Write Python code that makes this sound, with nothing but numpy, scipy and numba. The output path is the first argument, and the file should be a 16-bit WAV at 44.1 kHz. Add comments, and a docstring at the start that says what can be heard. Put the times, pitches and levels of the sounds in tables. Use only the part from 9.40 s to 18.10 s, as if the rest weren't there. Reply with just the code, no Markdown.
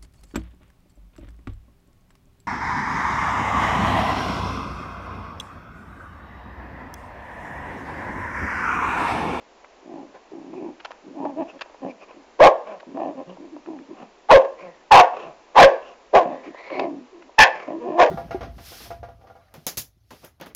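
"""A small dog growls in short rattling bouts, hisses softly, snarls and gives seven sharp barks.
Growls and barks are uneven pulses of the voice, broken up by a rattle and coloured by throat and mouth.
Hisses and the long snarl are noise in moving resonances; crunches are tiny cracks, sharp pulses ring.
A faint hush lies beneath. The open yard answers with short dull echoes and one far one,
and the barks overload the input."""
import sys
import numpy as np
from scipy import signal
from scipy.fft import rfft, irfft
from scipy.io import wavfile
from scipy.ndimage import uniform_filter1d, map_coordinates
from numba import njit

SR = 44100
rng = np.random.default_rng(int(sys.argv[2]) if len(sys.argv) > 2 else 0)


def transcribe(u):
    """Save the signal u as a 16-bit wav file named by the first command-line argument.

    u: samples, shape (n,) or (channels, n), limited to [-1, 1]; the rate is SR.
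    q: integer samples, one column per channel.
    """
    v = np.clip(np.atleast_2d(u).T, -1, 1)
    q = np.round(v * 32767).astype(np.int16)
    wavfile.write(sys.argv[1], SR, q)


N = 383669


def from_db(db):
    """Turn decibels into gain."""
    return 10 ** (np.asarray(db) / 20)


def rms_one(x):
    """Scale to an average strength (rms) of 1."""
    return x / np.sqrt(np.mean(x ** 2) + 1e-20)


def evened(x, window_s):
    """Hold the strength (rms) near 1 from moment to moment."""
    power = np.abs(uniform_filter1d(x * x, max(int(window_s * SR), 8)))
    return x / np.sqrt(power + 1e-12)


def cut(x, hz, kind, order=2):
    """Keep what lies below ("low") or above ("high") a frequency."""
    sos = signal.butter(order, min(hz, .45 * SR), kind, fs=SR, output="sos")
    return signal.sosfilt(sos, x + 1e-18)


def add(out, start_s, x):
    """Mix a sound in at its start time, with softened ends."""
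    i = max(int(start_s * SR), 0)
    x = x * signal.windows.tukey(len(x), min(1, SR / 200 / len(x)))
    out[i:i + len(x)] += x[:max(N - i, 0)]


def drift(n, rate):
    """Smooth random wandering, built from random points of spread 1, rate of them a second."""
    at = np.arange(n) * rate / SR
    points = rng.standard_normal(int(at[-1]) + 3)
    return map_coordinates(points, [at], order=3, mode="mirror")


def resonate(x, hz, width_hz):
    """One resonance, with a gain of about 1 at its centre."""
    r = np.exp(-np.pi * width_hz / SR)
    feed = np.array([1, 0, -1]) * (1 - r * r) / 2
    return signal.lfilter(feed, [1, -2 * r * np.cos(2 * np.pi * hz / SR), r * r], x)


@njit
def glide(x, hz, width_hz):
    """A resonance whose centre moves."""
    r = np.exp(-np.pi * width_hz / SR)
    y = np.zeros(len(x))
    for i in range(2, len(x)):
        fed = (1 - r * r) / 2 * (x[i] - x[i - 2])
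        y[i] = fed + 2 * r * np.cos(2 * np.pi * hz[i] / SR) * y[i - 1] - r * r * y[i - 2]
    return y


def glide_twice(x, hz, width_hz):
    """A moving resonance passed twice, so that less gets through away from its centre."""
    return glide(glide(x, hz, width_hz), hz, width_hz)


def body(x, modes):
    """Resonances side by side, each passed twice so that the valleys between them stay dark."""
    return sum(from_db(db) * resonate(resonate(x, hz, width), hz, width) for hz, width, db in modes)


def air():
    """Still outdoor air: a faint, nearly even hush made of coloured noise."""
    # colour of the hush: f/Hz, level/dB
    hush_colour = [(25, -5), (55, -3), (100, -26), (200, -6.5), (350, 2.5), (600, 2), (1000, 0), (1400, -8),
                   (2600, -9.5), (3300, -14), (7000, -19)]
    hz, db = np.transpose(hush_colour)
    bins = np.maximum(np.arange(N // 2 + 1) * SR / N, 1)
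    colour = from_db(np.interp(np.log(bins), np.log(hz), db))
    hush = rms_one(irfft(rfft(rng.standard_normal(N)) * colour, N))
    return from_db(-52.5) * hush * from_db(0.55 * drift(N, 3.1))


def crunches():
    """Dry stalks and food: each crunch is a tight cluster of tiny cracks that builds up and breaks off."""
    # crunches: t/s, peak level/dB, time until it dies away/s, top f/Hz
    crunch_table = [(0.242, -32, 0.0077, 2650), (1.398, -32.5, 0.013, 5100), (1.446, -23, 0.014, 7000),
                    (1.507, -26, 0.013, 7000), (2.191, -38, 0.0042, 4000), (2.209, -19.5, 0.0144, 6860),
                    (3.399, -34, 0.0091, 4950), (4.26, -33, 0.0025, 2630), (4.387, -35.5, 0.004, 2270),
                    (7.3, -28, 0.006, 2830), (7.394, -18, 0.0058, 5130), (8.195, -34, 0.019, 3050),
                    (7.823, -37.5, 0.0012, 3080)]
    # what the cracks ring with: f/Hz, width/Hz, level/dB
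    crunch_modes = [(650, 2100, 38.5), (1690, 710, 17), (2360, 820, 30.5), (4820, 3000, -48)]
    cracks_per_s, build_s, die_s = 3500, 0.0068, 0.0019
    out = np.zeros(N)
    t = np.arange(SR // 20) / SR
    for s, peak_db, length_s, top_hz in crunch_table:
        cracks = rng.standard_normal(len(t)) * (rng.random(len(t)) < cracks_per_s / SR)
        cracks *= np.minimum(t / build_s, 1) * np.exp(-np.maximum(t - length_s, 0) / die_s)
        sound = cut(body(cracks, crunch_modes), top_hz, "low", order=4)
        add(out, s - .002, from_db(peak_db) * sound / np.abs(sound).max())
    return out


def sharp_pulses():
    """Single sharp pulses and clicks, several of them strong slaps of the growl, ring briefly."""
    # pulses: t/s, peak level/dB
    pulse_table = [(0.241, -42), (0.764, -40), (1.139, -31.5), (1.452, -28.5), (1.507, -28), (1.853, -19.5),
                   (2.26, -36), (2.298, -36.5), (2.345, -34), (2.449, -29), (3.43, -32), (3.573, -21.5),
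                   (3.6, -25), (3.971, -33.5), (4.165, -30.5), (7.146, -29.5), (7.303, -29), (7.395, -15),
                   (7.894, -35.5), (8.279, -25)]
    # what the pulses ring with: f/Hz, width/Hz, level/dB
    pulse_modes = [(614, 306, 9), (941, 110, 8), (2500, 870, -37)]
    pulses = np.zeros(N)
    for s, peak_db in pulse_table:
        pulses[int(s * SR)] = from_db(peak_db)
    one = body(signal.unit_impulse(SR // 20), pulse_modes)
    return body(pulses + 1e-18, pulse_modes) / np.abs(one).max()


def folds(pitch_hz, jitter, shimmer_db, uneven, breath):
    """Vocal folds: unsteady pulses, every third one stronger, with a puff of air in each cycle."""
    n = len(pitch_hz)
    cycles = np.cumsum(pitch_hz * (1 + jitter * drift(n, 350))) / SR
    closing = np.diff(np.floor(cycles), prepend=0)
    strength = from_db(shimmer_db * drift(n, 397.5))
    strength = strength * (1 + uneven * np.cos(2 * np.pi * np.floor(cycles) / 3))
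    puffs = rng.standard_normal(n) * (1 + np.cos(2 * np.pi * cycles))
    return rms_one(closing * strength) + breath * rms_one(puffs)


def rattle(n, per_s, scatter, decay_s, depth):
    """Loose throat tissue slaps at uneven intervals; each slap lets a dying burst of voice through."""
    beats = np.cumsum(per_s * np.exp(scatter * drift(n, 44.98))) / SR + rng.random()
    slaps = np.diff(np.floor(beats), prepend=0) * from_db(3 * drift(n, 90))
    bursts = signal.lfilter([1], [1, -np.exp(-1 / (decay_s * SR))], slaps)
    bursts = cut(bursts, 260, "low")  # rounds off the onsets
    depth = np.clip(depth, 0, .98)
    return 1 - depth + depth * bursts


def arch(swell_s, fade_s):
    """A rounded swell and fade: time from its peak, and effort in dB under that peak."""
    depth_db, flatness = 22, 2.3  # depth at the ends; a higher exponent flattens the top
    t = np.arange(-swell_s, fade_s, 1 / SR)
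    return t, -depth_db * np.abs(t / np.where(t < 0, swell_s, fade_s)) ** flatness


def growls():
    """A rattling voice hums in the chest while the lips are closed and rasps as they part."""
    # growls: start t/s, swell/s, fade/s, pitch f/Hz, chest level/dB, open-mouth level/dB,
    # jaw resonance f/Hz, rattle (0-1); pitch, levels and jaw are those at the peak
    growl_table = [ (0.41, 0.15, 0.16, 326, -38.5, -43.5, 725, 0.98),
                   (0.905, 0.018, 0.3, 313, -38.5, -50, 770, 1),
                   (1.031, 0.23, 0.083, 320.5, -32.5, -44, 820, 0.86),
                   (1.631, 0.048, 0.14, 302, -40.5, -80, 600, 1),
                   (1.719, .12, 0.14, 315.6, -30, -35, 740, 0.75),
                   (1.839, 0.021, 0.018, 321, -48, -30, 740, 0.65),
                   (1.95, 0.06, 0.034, 321.7, -25.5, -26, 747, 0.37),
                   (2.04, 0.027, 0.039, 320, -53, -42.5, 694, 0.4),
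                   (2.123, 0.044, 0.014, 278, -45.5, -46, 590, 0.85),
                   (2.405, 0.046, 0.083, 298.7, -31.5, -33.5, 674, 0.71),
                   (2.731, 0.044, 0.061, 301, -46, -73, 564, 0.78),
                   (3.25, 0.056, 0.088, 213.5, -51, -36, 674, 0.04),
                   (3.456, 0.028, 0.16, 292, -41, -50, 553, 1),
                   (3.535, 0.024, 0.026, 300, -33, -36.5, 560, 0.7),
                   (3.54, 0.073, 0.15, 325.3, -33, -27.5, 694, 0.97),
                   (3.657, 0.022, 0.06, 313.3, -31, -41, 680, 0.3),
                   (3.74, 0.068, 0.029, 285, -35, -35, 583, 1),
                   (3.859, 0.036, 0.079, 200.3, -43, -42, 535, 0.5),
                   (3.97, 0.047, 0.11, 303, -39.5, -49.5, 560, 0.92),
                   (4.114, 0.027, 0.067, 325, -36, -54, 573, 0.34),
                   (4.256, 0.034, 0.14, 315.3, -33, -44.5, 770, 0.67),
                   (4.385, 0.026, 0.049, 326, -42, -80, 560, 0.38),
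                   (4.478, 0.035, 0.043, 341, -37.5, -49.5, 520, 1),
                   (4.586, 0.037, 0.044, 252, -43, -44.5, 820, 0.82),
                   (5.20, .056, 0.088, 191.4, -50, -39, 576, 0.4),
                   (5.81, 0.066, 0.063, 180.8, -50, -39.5, 707, 0.72),
                   (6.78, 0.047, 0.21, 323.2, -34, -28.5, 680, 0.98),
                   (7.055, 0.022, 0.05, 298, -35, -49, 520, 1),
                   (7.297, .025, .07, 300.4, -38, -32, 563, 0.96),
                   (7.31, .12, 0.086, 346, -29, -25.5, 660, 0.92),
                   (7.45, 0.0416, 0.169, 306.4, -31.5, -46, 557, 0.57),
                   (7.72, 0.017, 0.19, 356.4, -46, -56, 558, 0.52),
                   (8.264, 0.028, 0.088, 303.5, -33.5, -30, 623, 0.88),
                   (8.32, 0.033, 0.068, 343, -30.5, -42, 527, 0.66),
                   (8.385, 0.048, 0.071, 240.4, -40.5, -31.5, 484, 0.27),
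                   (8.426, 0.059, 0.1, 351.5, -29, -29.5, 650, 0.75),
                   (8.50, 0.088, .06, 337, -28, -25, 715, 0.49)]
    # resonances of the chest, the mouth, and faint ones between the teeth: f/Hz, width/Hz, level/dB
    chest_modes = [(266, 220, 0)]
    mouth_modes = [(720, 420, -12.5), (964, 240, -9.5)]
    teeth_modes = [(1770, 270, -26.5), (2460, 710, -31)]
    # effort opens the mouth (dB per dB) and lifts the pitch and the jaw resonance
    mouth_follows, pitch_hz_per_db, jaw_hz_per_db = 1.17, 2.5, 6.5
    sag_hz_per_s = 120  # the pitch sinks as the breath runs out
    out = np.zeros(N)
    for start, swell_s, fade_s, top_hz, top_chest_db, top_mouth_db, open_hz, rough in growl_table:
        t, effort_db = arch(swell_s, fade_s)
        n = len(t)
        pitch_hz = top_hz + pitch_hz_per_db * effort_db - sag_hz_per_s * t
        pitch_hz = pitch_hz * (1 + .065 * drift(n, 28))
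        chest_db = top_chest_db + effort_db
        mouth_db = top_mouth_db + mouth_follows * effort_db
        tone = folds(pitch_hz, jitter=.09 * rough, shimmer_db=3 * rough,
                     uneven=.6 * rough, breath=.35 * rough)
        slap_depth = .95 * np.sqrt(np.clip(rough, 0, 1))
        slaps = rattle(n, per_s=75, scatter=.3, decay_s=.005, depth=slap_depth)
        slapped = tone * slaps
        # the chest passes the basic tone, throbbing with each slap, and the low part of the rattle
        hum_hz = pitch_hz * (1 + .12 * rough * drift(n, 110))
        hum = np.sin(2 * np.pi * np.cumsum(hum_hz) / SR) * rms_one(slaps + .35)
        rumble = evened(body(slapped, chest_modes), window_s=0.034)
        chest = cut(.95 * rough * rumble + hum, 135, "high", order=4)
        chest = cut(chest, 620, "low", order=4)
        # the jaw drops as the growl swells, lifting the lowest mouth resonance
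        jaw_hz = (open_hz + jaw_hz_per_db * effort_db) * np.exp(.06 * drift(n, 25))
        mouth = glide_twice(slapped, jaw_hz, 220) + body(slapped, mouth_modes)
        mouth = cut(cut(mouth, 410, "high", order=4), 1012, "low", order=8)
        mouth = mouth + body(slapped, teeth_modes)
        voice = from_db(chest_db) * evened(chest, window_s=0.027)
        voice = voice + from_db(mouth_db) * evened(mouth, window_s=0.019)
        add(out, start, voice)
    return out


def soft_hisses():
    """Soft hisses: breaths, airy edges of growls and a faint ring after a bark, all resonant noise."""
    # hisses: start t/s, swell/s, fade/s, peak resonance f/Hz, peak level/dB, rush level over hiss/dB
    hiss_table = [ (0.73, 0.025, 0.04, 1365, -55, 10.5), (1.10, 0.052, 0.19, 2480, -59.5, -11),
                  (2.06, 0.046, 0.024, 2670, -49.5, 3.5), (2.467, 0.044, 0.0099, 2430, -48.5, -16),
                  (2.585, 0.048, 0.024, 2480, -52.5, 5), (2.66, 0.039, 0.065, 2480, -58.5, 11),
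                  (3.23, 0.069, 0.088, 2270, -53, 14), (3.869, 0.036, 0.051, 2900, -57, 7),
                  (4.52, 0.082, 0.081, 2610, -57.5, 13), (5.161, 0.048, 0.11, 2290, -49.5, 4.5),
                  (5.23, 0.06, 0.19, 1900, -59, -7), (5.701, 0.084, 0.17, 2640, -48, 12),
                  (6.40, 0.058, 0.11, 2760, -51.5, 7), (7.019, 0.038, 0.058, 2290, -50, 6),
                  (8.109, 0.043, 0.21, 2200, -46, 8)]
    hz_per_db = 19.5  # the resonance rises and falls with the level
    out = np.zeros(N)
    for start, swell_s, fade_s, top_hz, level_db, rush_db in hiss_table:
        t, swell_db = arch(swell_s, fade_s)
        hz = top_hz + hz_per_db * swell_db
        noise = rng.standard_normal(len(t)) * from_db(2.5 * drift(len(t), 120))
        # a main band, a weaker one an octave up, and a dull rush
        whistle = glide_twice(noise, hz, 420)
        hiss = whistle + from_db(-19.5) * glide(noise, 2 * hz, 800)
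        rush = body(noise, [(490, 580, -5.5), (990, 150, -8.0)])
        mix = rms_one(hiss) + from_db(rush_db) * rms_one(rush)
        add(out, start, from_db(level_db + swell_db) * mix)
    return out


def bark_gesture(attack_s, hold_s, release_s):
    """Effort, dulling and muffling through one bark, all in dB."""
    # effort rises, sags slowly from the hold on, and falls in the release
    rise_db, sag_db_per_s, fall_db = 46, 37.5, 27
    rise_curve, fall_curve = 3.54, 0.7  # exponents: both start fast and then ease off
    # the upper resonances are weaker at the bark's ends and also follow effort (dB per dB)
    dull_ends_db, brightness_follows = 7.5, 0.48
    muffle_db = 17  # reached at the end of the release as the jaw closes
    t = np.arange(0, attack_s + hold_s + release_s, 1 / SR)
    opening = np.maximum(1 - t / attack_s, 0)
    held_s = np.maximum(t - attack_s, 0)
    released = (np.maximum(held_s - hold_s, 0) / release_s) ** fall_curve
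    effort_db = -rise_db * opening ** rise_curve - sag_db_per_s * held_s - fall_db * released
    middle = np.sin(np.pi * np.minimum(t / (attack_s + hold_s + release_s / 2), 1))
    dull_db = dull_ends_db * (1 - middle) - brightness_follows * effort_db
    return effort_db, dull_db, muffle_db * released


def wandering(x, hz, width_hz, db):
    """A throat resonance whose centre never holds still."""
    centre_hz = hz * np.exp(0.05 * drift(len(x), 52.3))
    return from_db(db) * glide_twice(x, centre_hz, width_hz)


def dip(x, hz, width_hz):
    """The throat's side cavities swallow a narrow band."""
    return signal.lfilter(*signal.iirnotch(hz, hz / width_hz, fs=SR), x)


def barks():
    """A clear voice and a ragged one sound together through a throat whose resonances follow the jaw."""
    # barks: start t/s, attack/s, hold/s, release/s, level/dB, brightness/dB, harshness (0-1)
    bark_table = [ (2.987, 0.046, 0.044, 0.069, -1, -5.5, 0.67), (4.885, .046, 0.032, 0.1, 0, 0.5, 0.53),
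                  (5.505, 0.026, 0.08, 0.084, 1.5, 3, .9), (6.144, 0.066, 0.042, .12, 0.5, 6, 0.72),
                  (6.725, .04, 0.018, 0.097, -5.5, -6.5, 0.57),
                  (7.978, 0.021, 0.033, 0.089, -1, 19.5, 0.78),
                  (8.566, 0.058, 0.0036, 0.173, -6.5, 5, 0.76)]
    # the voice scoops, jumps and sinks while the jaw moves: t/s, pitch f/Hz, jaw resonance f/Hz
    voice_path = [ (2.985, 341, 400), (3.001, 504.8, 525), (3.035, 712.2, 708), (3.044, 530.4, 703),
                  (3.069, 544.4, 680), (3.089, 584, 580), (3.13, 482, 560), (4.885, 371.6, 750),
                  (4.908, 448.9, 835), (4.923, 674.7, 690), (4.94, 574, 618), (4.975, 518.2, 546),
                  (5.031, 534, 563), (5.504, 870.7, 875), (5.538, 829.5, 854), (5.547, 573.3, 775),
                  (5.566, 595, 842), (5.577, 781.7, 853), (5.607, 731, 738), (5.66, 700, 680),
                  (6.15, 359, 700), (6.179, 501.8, 877), (6.186, 781, 792), (6.206, 760, 795),
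                  (6.214, 555, 717), (6.245, 551.4, 600), (6.289, 512, 518), (6.726, 311.6, 490),
                  (6.758, 428.3, 650), (6.781, 358.2, 694), (6.85, 329, 637), (7.981, 815.5, 810),
                  (7.993, 903, 895), (8.035, 843.4, 880), (8.046, 525, 820), (8.11, 493, 587),
                  (8.565, 329, 820), (8.607, 362.2, 698), (8.65, 301.6, 550), (8.70, 310, 600)]
    # upper resonances of the open throat: f/Hz, width/Hz, level/dB
    throat_modes = [(1008.5, 164, -9.5), (1634, 355, -17), (2373, 450, -22), (2927, 300, -30),
                    (4590, 1000, -38)]
    # instants when the voice cracks up into its upper resonances: t/s, half length/s, lift/dB
    shriek_table = [(3.037, .008, 6), (5.525, 0.0054, 9.5), (5.597, 0.011, 5.5), (5.625, 0.0068, 3),
                    (6.246, 0.013, 5.5), (6.754, 0.0053, 10), (8.003, 0.0024, 10), (8.025, 0.0032, 10),
                    (8.037, 0.0034, 9), (8.608, .006, 2)]
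    # the ragged voice keeps one steady middle pitch and takes over as the clear one fades in the release
    ragged_hz, ragged_gain, clear_fade_db = 520, 1.45, -6
    jaw_middle_hz, throat_follows = 757, 0.22  # the throat follows the jaw about its middle (exponent)
    # the balance of low and high resonances wanders; harshness scales how far
    break_db, breaks_per_s = 5, 131.2
    rasp_db = -38.5  # against the voice in the lowest resonances, before effort changes it
    out = np.zeros(N)
    s, *controls = np.transpose(voice_path)
    for start, attack_s, hold_s, release_s, level_db, bright_db, harsh in bark_table:
        effort_db, dull_db, muffle_db = bark_gesture(attack_s, hold_s, release_s)
        n = len(effort_db)
        t = start + np.arange(n) / SR
        pitch_hz, jaw_hz = [np.interp(t, s, control) for control in controls]
        clear = folds(pitch_hz, jitter=.036, shimmer_db=3, uneven=.3, breath=0)
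        ragged = folds(np.full(n, ragged_hz), jitter=.13, shimmer_db=4, uneven=.8, breath=.6)
        fading = np.clip((t - start - attack_s - hold_s) / release_s, 0, 1)
        source = from_db(clear_fade_db * fading) * clear
        source = source + ragged_gain * np.clip(harsh, .4, 1) * ragged
        grain = rattle(n, per_s=130, scatter=.3, decay_s=.005, depth=.6)

        jaw = glide(glide(source, jaw_hz, 340), jaw_hz, 300) + body(source, [(524, 124, -9.5)])
        stretch = (jaw_hz / jaw_middle_hz) ** throat_follows
        second, third, *upper = [wandering(source, hz * stretch, width_hz, db)
                                 for hz, width_hz, db in throat_modes]
        lift_db = harsh * break_db * drift(n, breaks_per_s)
        for at, half_s, db in shriek_table:
            lift_db = lift_db + db * np.exp(-((t - at) / half_s) ** 2)
        # turbulent air rasps along with the effort
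        turbulence = rms_one(cut(rng.standard_normal(n), 5000, "low"))
        rasp = from_db(rasp_db) * np.std(jaw) * from_db(effort_db / 2) * turbulence
        # the closing jaw muffles the second resonance fully and the highest ones half as much
        high = third + from_db(-muffle_db / 2) * sum(upper)
        high = from_db(bright_db - dull_db + lift_db) * high
        voice = jaw + from_db(-muffle_db) * second + high + rasp
        voice = cut(evened(voice, window_s=0.0053) * grain, 299, "high", order=4)
        voice = dip(voice, hz=1308, width_hz=232)
        add(out, start, from_db(level_db + effort_db) * evened(voice, window_s=.02))
    return out


def long_snarl():
    """A long airy whistle past the teeth, with a fainter one near the octave and a dull throat rush."""
    # the resonance mostly climbs as the lips draw back: t/s, resonance f/Hz, whistle level/dB
    snarl_path = [(6.84, 1900, -71), (6.951, 1800, -49), (7.03, 1850, -54), (7.13, 1790, -56),
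                  (7.17, 1900, -47.5), (7.20, 2000, -45), (7.26, 2100, -45), (7.30, 2100, -45.5),
                  (7.34, 2170, -38.5), (7.44, 2200, -45), (7.49, 2060, -69)]
    s, hz, db = np.transpose(snarl_path)
    t = np.arange(s[0], s[-1], 1 / SR)
    centre_hz = np.interp(t, s, hz) * (1 + .015 * drift(len(t), 30))
    breath = rng.standard_normal(len(t)) * from_db(1.5 * drift(len(t), 70))
    whistle = rms_one(glide_twice(breath, centre_hz, 380))
    octave = rms_one(glide_twice(breath, 1.92 * centre_hz, 850))
    rush = rms_one(body(breath, [(550, 360, -4), (977, 140, -3.5)]))
    mix = whistle + from_db(-13.5) * octave + from_db(1.0) * rush
    out = np.zeros(N)
    add(out, s[0], from_db(np.interp(t, s, db)) * mix)
    return out


def yard(x):
    """Ground, near walls and far trees scatter the sound in dull, dying showers of echoes."""
    # echo showers: delay/s, time to fall by 60 dB/s, level before dulling/dB, top f/Hz
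    echo_table = [(.004, 0.053, -13, 3620), (0.023, 0.33, -15, 1550), (0.031, 0.48, -29.5, 6230),
                  (0.091, 0.76, -41.5, 1098), (.14, .12, -33.5, 900), (0.273, 0.3, -48, 913)]
    response = np.zeros(SR)
    t = np.arange(SR) / SR
    for delay_s, t60, db, top_hz in echo_table:
        age = np.maximum(t - delay_s, 0)
        shower = rng.standard_normal(SR) * (t > delay_s) * from_db(-60 * age / t60)
        response += from_db(db) * cut(shower / np.linalg.norm(shower), top_hz, "low")
    return signal.fftconvolve(x, response)[:N]


def scene():
    """The dog and the small noises at its bowl, in the open yard."""
    dog = barks() + growls() + soft_hisses() + long_snarl() + crunches() + sharp_pulses()
    return (dog + yard(dog) + air())[None]


def record(dry):
    """The input overloads on loud sound; its band is limited, overshoot squeezed and the top cut."""
    ceiling, knee = .72, 6
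    lopsided = 0.043  # an offset makes the overload uneven
    band_top_hz, cutoff_hz = 7250, 15850
    pushed = dry + lopsided
    x = pushed / (1 + np.abs(pushed / ceiling) ** knee) ** (1 / knee) - lopsided
    x = signal.sosfilt(signal.ellip(8, .3, 70, band_top_hz, fs=SR, output="sos"), x)
    overshoot = x - np.clip(x, -.69, .69)
    x = x - 0.81 * overshoot
    return signal.sosfilt(signal.ellip(10, .2, 80, cutoff_hz, fs=SR, output="sos"), x)


dry = scene()
out = record(dry)
transcribe(out)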